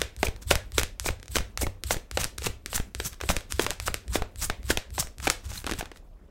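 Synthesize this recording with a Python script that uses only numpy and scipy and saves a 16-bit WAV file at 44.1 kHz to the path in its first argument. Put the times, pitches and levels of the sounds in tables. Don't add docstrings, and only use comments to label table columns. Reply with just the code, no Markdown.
import sys
import numpy as np
from scipy import signal
from scipy.fft import rfft, irfft, next_fast_len
from scipy.io import wavfile
from scipy.ndimage import uniform_filter1d, map_coordinates

SR = 44100
rng = np.random.default_rng(int(sys.argv[2]) if len(sys.argv) > 2 else 0)


def inscribe(sig):
    pcm = np.round(np.clip(np.atleast_2d(sig).T, -1, 1) * 32767)
    wavfile.write(sys.argv[1], SR, pcm.astype(np.int16))


N = 277830

# frequency in Hz, relative density in dB per Hz.
AIR_SPECTRUM = [(15, -38.5), (25, 7.5), (87, -8.5), (223, -21), (317, -19.5), (363, -21), (545, -19.5),
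                (796, -27.5), (16000, -59)]
AIR_RMS_DB = -50.5
# frequency in Hz, t60 in seconds.
ROOM_DECAY = [(100, 0.19), (500, 0.31), (3000, 0.29), (12000, 0.19)]
# time in seconds, level in dB.
SWAY_LEVEL = [(0, -47), (2, -49.5), (4.001, -47), (5.8, -48), (6.049, -54.5), (6.3, -63)]
# frequency in Hz, relative density in dB per Hz.
SWAY_SPECTRUM = [(15, -15.5), (30, 3.5), (60, 3), (110, -30), (200, -13), (600, -34), (1500, -45.5)]
# frequency in Hz, mean relative level in dB, t60 in seconds.
TABLE_MODES = [(63.2, 4.5, 0.2), (94.8, -9, 0.48), (43.5, -11, 0.095), (81, -10.5, 0.24),
               (108.9, -13, 0.36)]
# fastest slide in seconds, first touch in ms before it, swell in ms, hiss level in dB,
# dull scrape in dB relative to hiss, arm jolt gain in dB, landing jolt gain in dB,
# closing in ms after the fastest slide, puff gain in dB.
STROKES = [(0.017, 17.8, 72, -51, 12, -28, -39, 56, -45),
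           (0.251, 79, 5.3, -31.5, 0, -28, -26.5, 36.3, -24.5),
           (0.512, 56, 5.3, -25, 0, -25, -22, 47, -23.5), (.785, 61, 6.1, -27, 3, -25, -28, 50, -26.5),
           (1.077, 76, 22.6, -29, -7, -27.5, -25.5, 27, -25.5),
           (1.361, 69, 10.5, -26.5, -4.7, -28, -24, 43.6, -24),
           (1.617, 33.5, 6.2, -25.5, -12, -21.5, -24.5, 56, -24),
           (1.919, 75, 12, -25.5, -5.3, -25.5, -35, 47.5, -26),
           (2.208, 90, 12, -30.5, -0.5, -24.5, -29.5, 49, -29),
           (2.468, 88, 18.3, -32.5, 7.5, -27, -26.5, 23, -29.5),
           (2.758, 84, 14.6, -28, -5, -37, -32, 42, -22.5), (3.062, 111, 16, -32, -7, -26.5, -45, 65, -48),
           (3.295, 76, 5.6, -30, 1.2, -27, -30.5, 76, -24.5),
           (3.621, 92, 19, -35, 5.5, -24.5, -29, 80, -32.5), (3.875, 82, 11, -29, -3, -26.5, -24, 27, -29),
           (4.152, 73, 18.4, -33.5, 1.5, -24.5, -26.5, 68, -23.5),
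           (4.436, 78, 18, -27.5, -7, -28.5, -32, 68, -27.5),
           (4.706, 75, 12.6, -33, 3.5, -25.5, -36, 73, -26), (5.002, 94, 12, -27, -5.5, -27, -36, 45, -36),
           (5.258, 82, 25, -36.5, 2, -28.5, -31, 33, -31.5),
           (5.565, 113, 46, -42, -1.5, -26, -47, 130, -46), (5.7, 64, 27, -59, 20, -33, -31, 37, -33),
           (5.794, 64, 8.2, -36, 4, -50, -38, 34, -48)]
# fastest slide in seconds,
# hiss level in dB, dull scrape in dB relative to hiss, rise and fall in ms.
BRUSHES = [(0.427, -50.5, 0, 9.7), (2.245, -46.5, 8.5, 16), (3.135, -61, 15, 12), (3.236, -59.5, 5, 18),
           (3.365, -53.5, 8, 35), (3.513, -44.5, 1.5, 12), (3.712, -54, 16, 17), (5.31, -36, -10, 13),
           (5.457, -53.5, 5, 17), (5.505, -48, 1.5, 12), (5.969, -61, 1.5, 20)]
FALL_SHARE = 0.3
# frequency in Hz, relative density in dB per Hz.
EARLY_SPECTRUM = [(1500, -9.5), (3000, -12.5), (4600, -3.5), (6000, 3), (8000, -0.5), (10400, -10),
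                  (16000, -17.5)]
LATE_SPECTRUM = [(2000, -16), (5000, -12.5), (7500, 2), (9000, 1.5), (11000, -0.5), (13000, -1.5),
                 (16000, -2)]
TOUCH_SPECTRUM = [(1500, -17.5), (4000, -2.5), (6500, -10), (8000, 5), (9500, -7.5), (13000, -5),
                  (16000, -15)]
SCRAPE_SPECTRUM = [(60, 19), (120, 13.5), (180, 14), (250, 1), (550, -14.5), (1000, 1), (2300, -3.5),
                   (3500, -3.5), (6000, -24.5)]
# start in seconds, peak level in dB, frequency in Hz, length in ms.
SQUEAKS = [(.265, -21.5, 2420, 9), (.56, -44, 607, 60), (.58, -50, 1680, 73), (1.081, -23, 2340, 6.6),
           (1.634, -32.5, 2180, 20), (3.668, -37, 585, 53), (4.705, -16, 1640, 6), (5.27, -22, 2380, 12),
           (5.571, -32.5, 4000, 16.7)]
# start in seconds, card peak in dB,
# flatness in dB (hollow knock over edge snap), knock frequency in Hz.
TAPS = [(0.0168, -10, -7, 476), (.1645, -35.5, -21.5, 366), (0.19, -40, -15, 400), (.23, -10, 9.5, 430),
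        (.2699, -22, -6.5, 455), (0.284, -24.5, -1, 424), (0.3626, -37, -4, 892), (0.5114, -6.5, 14, 556),
        (.5177, -18.5, -12.5, 554), (0.555, -13, -14, 903), (0.7202, -33.5, -16, 315),
        (0.7815, -6, -2, 409), (0.8138, -20, -2.5, 394), (0.833, -14, -15, 483), (.998, -21, -28.5, 940),
        (1.0448, -31, 0, 474), (1.061, -20, 14.5, 473), (1.0879, -17.5, 2.5, 514), (1.1069, -28, 1, 887),
        (1.199, -40, -10, 392), (1.2293, -31, -8.5, 343), (1.258, -39.5, -9.5, 309),
        (1.2812, -32, -17, 520), (1.357, -10, -3, 382), (1.3673, -13.5, 9, 454), (1.3846, -16, -7, 767),
        (1.4063, -31, 8, 474), (1.5749, -17.5, -15.5, 890), (1.6102, -35.5, 14.5, 315),
        (1.6185, -24, 14.5, 396), (1.631, -28.5, 28, 270), (1.6674, -24.5, 14, 477),
        (1.8368, -20, -19.5, 337), (1.9077, -12.5, 9.5, 513), (1.944, -22, 0.5, 497), (1.9681, -27, 5, 350),
        (2.113, -23.5, -15.5, 375), (2.173, -12, 10, 540), (2.2337, -22, -5, 500), (2.2432, -18, -30, 290),
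        (2.2503, -22, -10, 450), (2.3805, -30.5, -17, 403), (2.3834, -22, -21, 355),
        (2.4204, -26, 2.5, 462), (2.4675, -15.5, 1.5, 397), (2.6607, -20, -18, 326),
        (2.7305, -20, 4.5, 510), (2.7784, -22.5, 6.5, 794), (2.8, -24.5, 4.5, 371),
        (2.9492, -21.5, -16.5, 358), (3.0007, -18, 0, 422), (3.2033, -34, 13, 760), (3.2121, -21, -1, 530),
        (3.236, -27, 10, 352), (3.2907, -14, -8, 585), (3.3009, -17, 20, 563), (3.3661, -12, -8.5, 478),
        (3.408, -32, -11, 804), (3.5229, -17.5, -24, 280), (3.5948, -11, 9.5, 348), (3.665, -12.5, 3, 592),
        (3.706, -14, -17, 446), (3.7143, -26, 8, 818), (3.8001, -20.5, -15.5, 760),
        (3.876, -18, -15.5, 925), (3.8808, -17.5, 14.5, 550), (3.9427, -12.5, -12.5, 357),
        (3.951, -40.5, -11, 400), (4.0805, -33, -12, 396), (4.156, -14.5, 18.5, 380),
        (4.2212, -22.5, 19.5, 550), (4.359, -35.5, -19, 322), (4.499, -15, 9.5, 498),
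        (4.6309, -36.5, -8.5, 325), (4.6416, -44.5, -12, 366), (4.7, -32.5, -10, 400),
        (4.7033, -11, 8.5, 305), (4.7731, -11.5, -4, 516), (4.9049, -38.5, -16, 315),
        (4.9806, -19, 10, 580), (5.0258, -26, 5, 614), (5.0715, -31, -9, 373), (5.1836, -34.5, -20.5, 310),
        (5.2007, -32, -1.5, 780), (5.271, -12, 9, 620), (5.2765, -11, -2, 326), (5.3005, -8, -19.5, 543),
        (5.3028, -14, -12.5, 548), (5.3083, -22.5, -2, 542), (5.4928, -43, -10, 393),
        (5.5164, -32.5, 15.5, 766), (5.617, -40.5, -1, 700), (5.643, -26.5, 4.5, 346),
        (5.6665, -16.5, -5, 280), (5.673, -25.5, 17.5, 603), (5.695, -21.5, 8, 505),
        (5.7127, -18, -6.5, 275), (5.7204, -18, 3.5, 286), (5.7356, -24, -1.5, 359),
        (5.8094, -21.5, 9, 680), (5.827, -32.5, 23.5, 278), (5.8567, -32, -3, 781), (5.916, -33, 6, 364),
        (5.96, -41, 3.5, 794), (5.9722, -43.5, -17, 296)]
# frequency in Hz, width in Hz, relative level in dB.
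CARD_MODES = [(1440, 824, 0.5), (2550, 920, 1.5), (3790, 1114, -2.5)]
EDGE_MODES = [(5025, 2200, 1.5), (8540, 2760, 2.5), (12000, 1700, -2)]
KNOCK_DB, SNAP_DB = -5, -4
KNOCK_SHARE = 0.46
RATTLE_MS, RATTLE_MS_PER_DB = 4.16, 0.1039
SOFT_HZ, TOP_HZ = 15800, 16800


def amp(db):
    return 10 ** (np.asarray(db) / 20)


def unit(x):
    return x / np.sqrt(np.mean(x ** 2) + 1e-20)


def along(points, hz):
    f, v = np.transpose(points)
    return np.interp(np.log(hz + 1), np.log(f + 1), v)


def wobble(knots_per_s):
    knots = rng.standard_normal(int(N * knots_per_s / SR) + 4)
    return map_coordinates(knots, [np.arange(N) * knots_per_s / SR])


def filtered(x, response):
    m = next_fast_len(N + SR // 2)
    return irfft(rfft(x, m) * response(np.fft.rfftfreq(m, 1 / SR)), m)[..., :N]


def body(modes):
    def response(f):
        return sum((-1) ** k * amp(db) * 1j * f * width / (hz * hz - f * f + 1j * f * width)
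                   for k, (hz, width, db) in enumerate(modes))
    return response


def noise(spectrum, patchy_db):
    z = signal.stft(rng.standard_normal(N), nperseg=256)[2]
    patches = uniform_filter1d(rng.standard_normal(z.shape), 6, 0)
    patches = uniform_filter1d(patches, 4, 1)
    x = signal.istft(z * amp(patchy_db * unit(patches)), nperseg=256)[1][:N]
    return unit(filtered(x, lambda hz: amp(along(spectrum, hz))))


def room_tone():
    return amp(AIR_RMS_DB) * noise(AIR_SPECTRUM, patchy_db=3.0)


def room(x):
    wet, step = np.zeros(N + SR), SR // 4
    for start in range(0, N, step):
        hz, t, z = signal.stft(rng.standard_normal(SR // 2), SR, nperseg=256)
        decay = amp(-60 * t / along(ROOM_DECAY, hz)[:, None])
        tail = signal.istft(z * decay, SR, nperseg=256)[1]
        echo = signal.fftconvolve(x[start:start + step], tail / np.linalg.norm(tail))
        wet[start + 130:][:len(echo)] += echo
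    return wet[:N]


def sway():
    level_db = np.interp(np.arange(N) / SR, *np.transpose(SWAY_LEVEL)) + 2.5 * wobble(14)
    return amp(level_db) * noise(SWAY_SPECTRUM, patchy_db=3.5)


def table():
    t = np.arange(SR // 2) / SR
    boom = np.zeros(N + SR)
    jolts = []
    for s, lead_ms, _, _, _, arm_db, land_db, _, _ in STROKES:
        jolts += [(max(s - lead_ms / 1000, 0), arm_db), (s, land_db)]
    for s, jolt_db in jolts:
        ring = np.zeros(len(t))
        for hz, mode_db, t60 in TABLE_MODES:
            decay = amp(mode_db + rng.normal(0, 0.61) - 60 * t / t60)
            ring += decay * np.sin(2 * np.pi * (hz * t + rng.random()))
        boom[round(s * SR):][:len(t)] += amp(jolt_db) * ring * (1 - np.exp(-t / 0.02))
    return boom[:N]


def puffs():
    t = np.arange(-SR // 20, SR // 10) / SR
    build = 1.12 * np.exp(-(t / 0.038) ** 2) + .4 * np.exp(-(t / 0.0045) ** 2)
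    suction = -.4 * np.exp(-(t / 0.021) ** 2)
    pressure = np.where(t < 0, build, suction)
    air = np.zeros(N + SR)
    for s, *_, close_ms, puff_db in STROKES:
        start = round((s + t[0]) * SR + close_ms * SR / 1000)
        air[start:][:len(t)] += amp(puff_db) * pressure
    return filtered(air[:N], lambda hz: 1 / (1 + 1j * hz / 250))


def squeaks():
    out = np.zeros(N + SR)
    for s, db, hz, length_ms in SQUEAKS:
        t = np.arange(round(length_ms * SR / 1000)) / SR
        drift_rad = np.cumsum(rng.normal(0, 0.074, SR // 10))[:len(t)] * hz / 2300
        tone = np.sin(2 * np.pi * hz * t + drift_rad)
        out[round(s * SR):][:len(t)] += amp(db) * np.hanning(len(t)) * tone
    return out[:N]


def rubs():
    strokes = [(s, db, lead_ms, rise_ms, FALL_SHARE * close_ms, dull_db)
               for s, lead_ms, rise_ms, db, dull_db, _, _, close_ms, _ in STROKES]
    brushes = [(s, db, 2 * ms, ms, ms, dull_db) for s, db, dull_db, ms in BRUSHES]
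    return strokes + brushes


def slides():
    before = SR // 6
    t_ms = np.arange(-before, before) / SR * 1000
    late_share = 1 / (1 + np.exp(-t_ms / 21.0))
    levels = np.zeros((4, N + SR))
    for s, db, drag_ms, rise_ms, fall_ms, dull_db in rubs():
        side_ms = np.where(t_ms < 0, rise_ms, fall_ms)
        swell = np.exp(-np.abs(t_ms / side_ms) ** 1.8) * (t_ms > -drag_ms)
        onset = np.clip((t_ms + drag_ms) / (0.37 * drag_ms), 0, 1) ** 2.7
        touch = amp(-17.0) * onset * (t_ms < 0)
        dull = amp(dull_db) * (swell + 0.43 * touch)
        curves = np.array([swell * (1 - late_share) ** .5, swell * late_share ** .5, touch, dull])
        levels[:, round(s * SR):][:, :len(t_ms)] += amp(db) * curves
    grip = amp(1.5 * wobble(90))
    early, late, touch, dull = levels[:, before:before + N] * grip

    hiss = early * noise(EARLY_SPECTRUM, patchy_db=2)
    hiss += late * noise(LATE_SPECTRUM, patchy_db=2)
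    hiss += touch * noise(TOUCH_SPECTRUM, patchy_db=2)

    catches = (rng.random(N) < 700 / SR) * rng.standard_normal(N) * rng.exponential(size=N) ** .25
    ringing = filtered(catches, lambda hz: body(CARD_MODES)(hz) + .6 * body(EDGE_MODES)(hz))
    snags = amp(-2.5) * unit(ringing)
    scrape = amp(2.2 * wobble(200)) * noise(SCRAPE_SPECTRUM, patchy_db=2)
    return hiss * amp(2 * wobble(400)) + dull * (scrape + snags)


def taps():
    t = np.arange(SR // 25) / SR
    hz = np.fft.rfftfreq(2 * len(t), 1 / SR)
    near, far = np.zeros((2, N + SR))
    for s, db, flat_db, knock_hz in TAPS:
        knock_db = KNOCK_DB + KNOCK_SHARE * flat_db
        snap_db = SNAP_DB - (1 - KNOCK_SHARE) * flat_db
        hollow = [(knock_hz, 0.49 * knock_hz, 0), (2.7 * knock_hz, 500, -11)]
        parts = np.array([body(modes)(hz) for modes in (hollow, CARD_MODES, EDGE_MODES)])

        fall_ms = (RATTLE_MS + RATTLE_MS_PER_DB * flat_db) * amp(rng.normal(0, 0.87))
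        decay = amp(-20 * t * 1000 / np.clip(fall_ms, .4, 20))
        rattle = rng.standard_normal((3, len(t))) * decay
        rattle[:, 0] = 4.97 * amp(-.2 * flat_db) * np.sign(flat_db + 1.5)
        sound = irfft(rfft(rattle, 2 * len(t)) * parts)[:, :len(t)]
        peaks = amp(db + np.array([[knock_db], [0], [snap_db]]))
        sound *= peaks / np.abs(sound).max(axis=1, keepdims=True)

        blow = irfft(parts)[:, :len(t)]
        blow *= np.linalg.norm(sound, axis=1, keepdims=True) / np.linalg.norm(blow, axis=1, keepdims=True)
        near[round(s * SR):][:len(t)] += sound.sum(axis=0)
        far[round(s * SR):][:len(t)] += blow.sum(axis=0)
    return near[:N], far[:N]


def scene():
    near, far = taps()
    rubbing = slides()
    echo = amp(-11.5) * room(far + rubbing)
    cards = near + rubbing + squeaks()
    return (room_tone() + sway() + table() + puffs() + echo + cards)[None]


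def record(dry):
    def response(hz):
        bass_cut = 1j * hz / (12 + 1j * hz)
        top = np.where(hz < SOFT_HZ, 1, amp(-26.5)) * (hz < TOP_HZ)
        return bass_cut * top
    return filtered(dry, response)


dry = scene()
out = record(dry)
inscribe(out)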